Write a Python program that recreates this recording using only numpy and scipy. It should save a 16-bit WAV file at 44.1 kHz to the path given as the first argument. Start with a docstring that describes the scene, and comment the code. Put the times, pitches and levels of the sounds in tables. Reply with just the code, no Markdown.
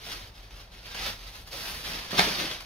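"""A stiff fabric grass bag is picked open by hand in a small walled yard, unfolded, swung up and shaken out.
Sliding weave rustles as noise and its creases buckle in tiny clicks, with whisks and folds flicking over;
loose panels flap in dull slaps. At about 2.19 s the cloth pulls taut in one loud snap, then settles.
Throughout, brick wall and fence return quick echoes and a scattered tail over a faint outdoor rumble.
"""
import sys
import numpy as np
from scipy import signal
from scipy.fft import rfft, irfft, next_fast_len
from scipy.io import wavfile
from scipy.ndimage import uniform_filter1d

SR = 44100
rng = np.random.default_rng(int(sys.argv[2]) if len(sys.argv) > 2 else 0)


def inscribe(sig):
    """Save sig as 16-bit PCM at rate SR to the path in sys.argv[1].

    A 1-D sig is mono; a 2-D sig holds one channel per row.
    Samples are clipped to [-1, 1] before scaling.
    """
    pcm = np.round(np.clip(np.atleast_2d(sig).T, -1, 1) * 32767)
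    wavfile.write(sys.argv[1], SR, pcm.astype(np.int16))


N = 116865  # samples, 2.65 s
T = np.arange(N) / SR  # s
SIZE = next_fast_len(N + SR)  # transform length with room for filter tails
HZ = np.maximum(np.arange(SIZE // 2 + 1) * SR / SIZE, 1)


def undb(db):
    """Decibels are logarithmic: 20 dB is a tenfold gain in amplitude."""
    return 10 ** (np.asarray(db) / 20)


def unit(x):
    """Normalisation: scale to an rms of 1."""
    return x / np.sqrt(np.mean(x ** 2))


def curve(rows, t):
    """Linear interpolation in time through (s, value) rows."""
    return np.interp(t, *np.array(rows).T)


def across(points):
    """Linear interpolation through (Hz, value) points on a logarithmic frequency axis."""
    hz, value = np.array(points).T
    return np.interp(np.log(HZ), np.log(hz), value)


def shape(x, db):
    """Minimum-phase filtering: a folded cepstrum gives a causal filter; white input keeps its level."""
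    gain = undb(db)
    cepstrum = irfft(np.log(gain / np.sqrt(np.mean(gain ** 2))), SIZE)
    cepstrum[1:SIZE // 2] *= 2
    cepstrum[SIZE // 2 + 1:] = 0
    response = np.exp(rfft(cepstrum))
    return irfft(rfft(x, SIZE) * response, SIZE)[..., :N]


def walk(rate):
    """Smoothed random modulation: about `rate` new values per second, rms 1."""
    hold = int(SR / rate)
    steps = rng.standard_normal(N)[:N // hold + 1]
    return unit(uniform_filter1d(np.repeat(steps, hold), hold))[:N]


def clicks(per_s, spread_db):
    """Random impulse train, rms 1: positive spread makes a few clicks strong, negative a few weak."""
    size = undb(spread_db * np.minimum(rng.exponential(size=N), 5))
    struck = rng.random(N) < per_s / SR
    return unit(struck * size * rng.choice([-1, 1], N))


def swell(at, rise, fall):
    """Exponential envelope: growth to a peak of 1, then decay (all times in seconds)."""
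    return np.exp(-np.maximum((at - T) / rise, (T - at) / fall))


# Rubbing effort of the hands, one curve per movement. Each row: time in seconds, level in dB.
PICK_OPEN_EFFORT = [(0.0, -51), (0.124, -36.5), (0.166, -47.5), (0.28, -50.5), (0.312, -67), (0.356, -54),
                    (0.502, -60), (0.506, -54), (0.608, -50.5), (0.658, -61), (0.7, -65)]
UNFOLD_EFFORT = [(0.73, -52), (0.738, -50), (0.814, -57), (0.858, -46.5), (0.942, -44.5), (0.948, -38),
                 (1.074, -35), (1.164, -51), (1.25, -51), (1.274, -47), (1.308, -53.5), (1.35, -45.5),
                 (1.424, -54.5), (1.432, -59), (1.45, -61)]
LIFT_EFFORT = [(1.48, -45), (1.502, -62), (1.516, -42.5), (1.688, -38.5), (1.828, -44), (1.864, -36),
               (1.926, -40), (1.95, -37.5), (2.08, -45.5)]
SHAKE_EFFORT = [(2.1, -40), (2.178, -28)]
SETTLE_EFFORT = [(2.25, -30.5), (2.368, -35.5), (2.402, -30.5), (2.456, -37), (2.524, -37.5),
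                 (2.598, -48.5), (2.606, -39.5), (2.638, -55), (2.65, -45)]
# Single folds that flick over. Each row: time in seconds, level in dB.
FOLD_FLICKS = [(.041, -42), (.118, -33), (0.507, -45), (0.859, -40), (.949, -35), (.956, -39),
               (1.0632, -27), (1.275, -43), (1.474, -40), (1.5135, -45), (1.6175, -35), (1.8417, -36.5),
               (2.129, -45), (2.513, -28), (2.6068, -40)]
# Relative spectrum of rubbing cloth. Each row: frequency in Hz, density in dB per Hz.
RUB_SPECTRUM = [(60, -18.5), (170, -3.5), (300, -7.5), (700, -4.5), (1100, -3.5), (2300, -1.5), (3600, 0),
                (5000, -1.5), (6200, -7), (7100, -18.5), (7900, -22.5), (9500, -16.5), (11300, -15.5),
                (15500, -20.5)]
# Changing sheen of the rubbing. Each row: time in seconds, level of the treble in dB.
SHEEN_LEVEL = [(0, 1), (.3, -0.5), (.7, -1), (.92, -2), (.97, -3.5), (1.1, 0), (1.2, 0), (1.5, 3), (1.8, 3),
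               (1.98, -2), (2.07, -1), (2.3, -3.5), (2.42, -1.5), (2.65, -5.5)]
SHEEN_HZ = 6940  # the treble lies above this
SLIDE_DB, CRINKLE_DB = 1, -2.5  # shares of smooth sliding and buckling creases
CRINKLE_PER_S, CRINKLE_SPREAD_DB = 1400, 2.5
RUB_FLUTTER_DB = 1.27  # rms


def rustle():
    """Friction and buckling: sliding weave gives noise, creases give clicks, folds give click bursts."""
    movements = PICK_OPEN_EFFORT + UNFOLD_EFFORT + LIFT_EFFORT + SHAKE_EFFORT + SETTLE_EFFORT
    effort = undb(curve(movements, T) + RUB_FLUTTER_DB * walk(rate=110))
    slide = undb(SLIDE_DB) * rng.standard_normal(N)
    crinkle = undb(CRINKLE_DB) * clicks(CRINKLE_PER_S, CRINKLE_SPREAD_DB)
    flicks = sum(undb(db) * swell(at, rise=0.0004, fall=0.0042) for at, db in FOLD_FLICKS)
    folds = flicks * clicks(per_s=8500, spread_db=1.5)
    cloth = shape(effort * (slide + crinkle) + folds, across(RUB_SPECTRUM))
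    treble = irfft(rfft(cloth, SIZE) / (1 + (SHEEN_HZ / HZ) ** 4), SIZE)[:N]
    return cloth + (undb(curve(SHEEN_LEVEL, T)) - 1) * treble


# The cloth pulls taut. Each row: peak time in seconds, rise in seconds, fall in seconds, level in dB.
TAUT_PULLS = [(2.1845, 0.0037, 0.0052, -18.5), (2.1939, .002, .0022, -7), (2.204, 0.0026, 0.016, -24.5)]
# Relative spectrum of the snap. Each row: frequency in Hz, density in dB per Hz.
SNAP_SPECTRUM = [(60, -7), (170, -17), (500, -2.5), (1000, 0), (2000, 3), (2800, -5), (3800, -0.5),
                 (5000, -8.5), (6200, -11.5), (7700, -25.5), (10000, -21), (15500, -40)]


def snap():
    """Impulsive release: creases pull straight almost together, as a dense burst of clicks."""
    tension = sum(undb(db) * swell(at, rise, fall) for at, rise, fall, db in TAUT_PULLS)
    return shape(tension * clicks(per_s=15000, spread_db=1), across(SNAP_SPECTRUM) + hollow())


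# Loose panels that billow. Each row: fullest moment in seconds, rise in seconds, fall in seconds, level in dB.
PANEL_BILLOWS = [(.072, .008, 0.011, -52), (.135, 0.017, 0.017, -48), (1.05, 0.064, 0.027, -51),
                 (1.544, 0.013, 0.029, -45), (1.65, 0.031, 0.053, -49), (1.88, .03, 0.16, -48.5),
                 (2.133, .006, 0.021, -30), (2.195, .005, 0.021, -32), (2.28, 0.028, 0.025, -30.5),
                 (2.41, 0.025, 0.047, -33)]
# Relative spectrum of the slaps. Each row: frequency in Hz, density in dB per Hz.
FLAP_SPECTRUM = [(30, -11), (90, -1), (170, -2), (400, 0), (700, -1.5), (1200, -2.5), (2200, -15),
                 (6000, -48), (15000, -70)]
FLAP_FLUTTER_DB = 2.5  # rms


def flaps():
    """Air displacement: loose panels billow, their ripples slapping softly and dully."""
    power = sum((undb(db) * swell(at, rise, fall)) ** 2 for at, rise, fall, db in PANEL_BILLOWS)
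    flutter = undb(FLAP_FLUTTER_DB * walk(rate=140))
    ripples = unit(clicks(per_s=1500, spread_db=-2.0) * flutter)
    return shape(np.sqrt(power) * ripples, across(FLAP_SPECTRUM) + hollow())


# Hollow resonances of flaps and snap. Each row: frequency in Hz, width in Hz, lift in dB.
HOLLOW_MODES = [(174, 39, 9.5), (295.7, 49, 5.5), (392, 15, 5), (606, 23, 3.5), (700, 46, 3), (1314, 19, 4),
                (1640, 52, 0.5), (3400, 36, -2), (3600, 40, 10.5)]


def hollow():
    """Resonance: each mode lifts a narrow bell of the spectrum, in dB."""
    return sum(db / (1 + (2 * (HZ - hz) / width) ** 2) for hz, width, db in HOLLOW_MODES)


# Knocks of the slack cloth. Each row: start in seconds, pitch in Hz, decay in seconds, level in dB.
CLOTH_THUMPS = [(.068, 700, .01, -44), (1.535, 546, 0.019, -38.5), (2.188, 183, 0.019, -23.5)]


def thumps():
    """Damped oscillation: the slack cloth knocks and shoves air, each knock a decaying sine."""
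    out = 0
    for at, hz, decay, db in CLOTH_THUMPS:
        age = np.maximum(T - at, 0)
        out = out + undb(db) * np.sin(2 * np.pi * hz * age) * np.exp(-age / decay)
    return out


# Whisks of slipping weave. Each row: peak time in seconds, rise in seconds, fall in seconds, level in dB.
WEAVE_SLIPS = [(.853, .001, .02, -60), (1.414, .002, 0.011, -53.5), (2.19, 0.0049, .02, -36.5),
               (2.607, .001, .01, -49)]
# Relative spectrum of the whisks. Each row: frequency in Hz, density in dB per Hz.
WHISK_SPECTRUM = [(100, -50), (3000, -16), (7800, -8), (10000, -1), (12500, -2), (15500, -4)]


def whisks():
    """Brief friction: the weave slips in thin, bright hisses of dense clicks."""
    slip = sum(undb(db) * swell(at, rise, fall) for at, rise, fall, db in WEAVE_SLIPS)
    return shape(slip * clicks(per_s=6200, spread_db=-1.0), across(WHISK_SPECTRUM))


SHIFTS_PER_S = 45  # how often the sounding spot on the bag shifts


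def yard(x, count=6):
    """Superposition: direct sound plus echoes that change as different spots on the bag sound."""
    shares = np.array([walk(SHIFTS_PER_S) for _ in range(count)])
    shares /= np.linalg.norm(shares, axis=0)  # the spots' powers add up to 1
    ahead, aside = sum(paths(x * share) for share in shares)
    return undb(-1.5) * np.array([x + ahead, aside])


# Reflections from near surfaces. Each row: mean delay in seconds, gain in dB relative to the direct sound.
NEAR_ECHOES = [(.0052, -15), (0.0105, -11), (0.0184, -16), (0.028, -18.5)]
YARD_DB = -3.5  # each tail's energy relative to the direct sound


def paths(x):
    """Reflection from one spot on the bag: sound returned from ahead and from the side."""
    ahead = undb(YARD_DB) * scatter()
    aside = undb(YARD_DB) * scatter()
    for delay, db in NEAR_ECHOES:
        ahead[int(delay * SR * rng.uniform(.9, 1.1))] += undb(db)
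    wall = rng.standard_normal(len(aside)) * np.exp(-T[:len(aside)] / 0.0041)
    aside += undb(-0.2) * wall / np.linalg.norm(wall)
    return np.array([signal.fftconvolve(x, h)[:N] for h in (ahead, aside)])


YARD_T60_S, YARD_BUILD_S = 0.23, 0.0062  # time to fall 60 dB, build-up time constant


def scatter():
    """Diffuse reverberation: a short, dense noise tail from bricks and boards, of energy 1."""
    t = T[:SR // 2]
    decay = undb(-60 * t / YARD_T60_S)
    tail = rng.standard_normal(len(t)) * decay * (1 - np.exp(-t / YARD_BUILD_S))
    return tail / np.linalg.norm(tail)


# Relative spectrum of the outdoor air. Each row: frequency in Hz, density in dB per Hz.
OUTDOOR_SPECTRUM = [(20, -16.5), (32, -9), (43, 7), (52, -5.5), (62, -3.5), (76, -10.5), (100, -6),
                    (135, -16), (185, -16.5), (260, -24.5), (400, -24.5), (700, -22), (1500, -29),
                    (4000, -37.5), (8000, -52), (15500, -53)]
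# Swelling of the rumble. Each row: time in seconds, level of the bass in dB.
RUMBLE_LEVEL = [(0, -0.5), (.2, 2), (.7, -3.5), (1.08, 5), (1.3, -0.5), (1.6, 1.5), (2.65, -0.5)]
OUTDOORS_DB, RUMBLE_HZ = -48.5, 140  # level before swelling; the bass lies below this


def outdoors():
    """Broadband ambience: faint shaped noise of the neighbourhood whose bass slowly swells."""
    air = shape(rng.standard_normal((2, N)), across(OUTDOOR_SPECTRUM)) * undb(OUTDOORS_DB)
    bass = irfft(rfft(air, SIZE) / (1 + (HZ / RUMBLE_HZ) ** 4), SIZE)[:, :N]
    return air + (undb(curve(RUMBLE_LEVEL, T)) - 1) * bass


# Likeness of the two ports. Each row: frequency in Hz, likeness (limited to 0-1 in use).
PORT_LIKENESS = [(50, 1.26), (300, 0.9), (700, .68), (1150, 0), (2400, 0.63), (4200, 0.33), (6500, 0.4),
                 (7500, 0.55), (10000, 1), (12500, 0.6), (15500, 0.2)]
# Phase between the ports. Each row: frequency in Hz, left lead in radians.
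LEFT_LEAD = [(900, 0.11), (1800, 1.58), (3500, 0.38), (5000, 2.33), (6400, 1.2), (7200, 0)]
# Level between the ports. Each row: frequency in Hz, left minus right in dB.
LEFT_BALANCE = [(300, 0.5), (900, 0.5), (2800, 0.5), (4600, -2.5), (6800, -1), (8200, 2), (11500, 0),
                (13300, 8), (15500, 7)]


def microphones(mid, side):
    """Coherence: two spaced ports hear alike in the bass and less so through much of the treble."""
    like = np.clip(across(PORT_LIKENESS), 0, 1)
    sign = np.array([[1], [-1]])  # left, right
    shared = rfft(mid, SIZE) * np.sqrt((1 + like) / 2)
    opposed = rfft(side, SIZE) * np.sqrt((1 - like) / 2)
    level = undb(sign * across(LEFT_BALANCE) / 2)
    phase = np.exp(1j * sign * across(LEFT_LEAD) / 2)
    return irfft((shared + sign * opposed) * level * phase, SIZE)[:, :N]


def scene():
    """Superposition: the bag in the yard, over the outdoor rumble, at two ports."""
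    bag = rustle() + whisks() + flaps() + snap()
    mid, side = yard(bag) + outdoors()
    return microphones(mid + thumps(), side)  # the thumps come without echoes


TOP_HZ = 15750


def record(dry):
    """Band limiting: the recorder's steep low-pass filter removes the top of the spectrum."""
    low_pass = signal.ellip(14, .2, 70, TOP_HZ, fs=SR, output="sos")  # .2 dB ripple, 70 dB stopband
    return signal.sosfilt(low_pass, dry)


dry = scene()
out = record(dry)
inscribe(out)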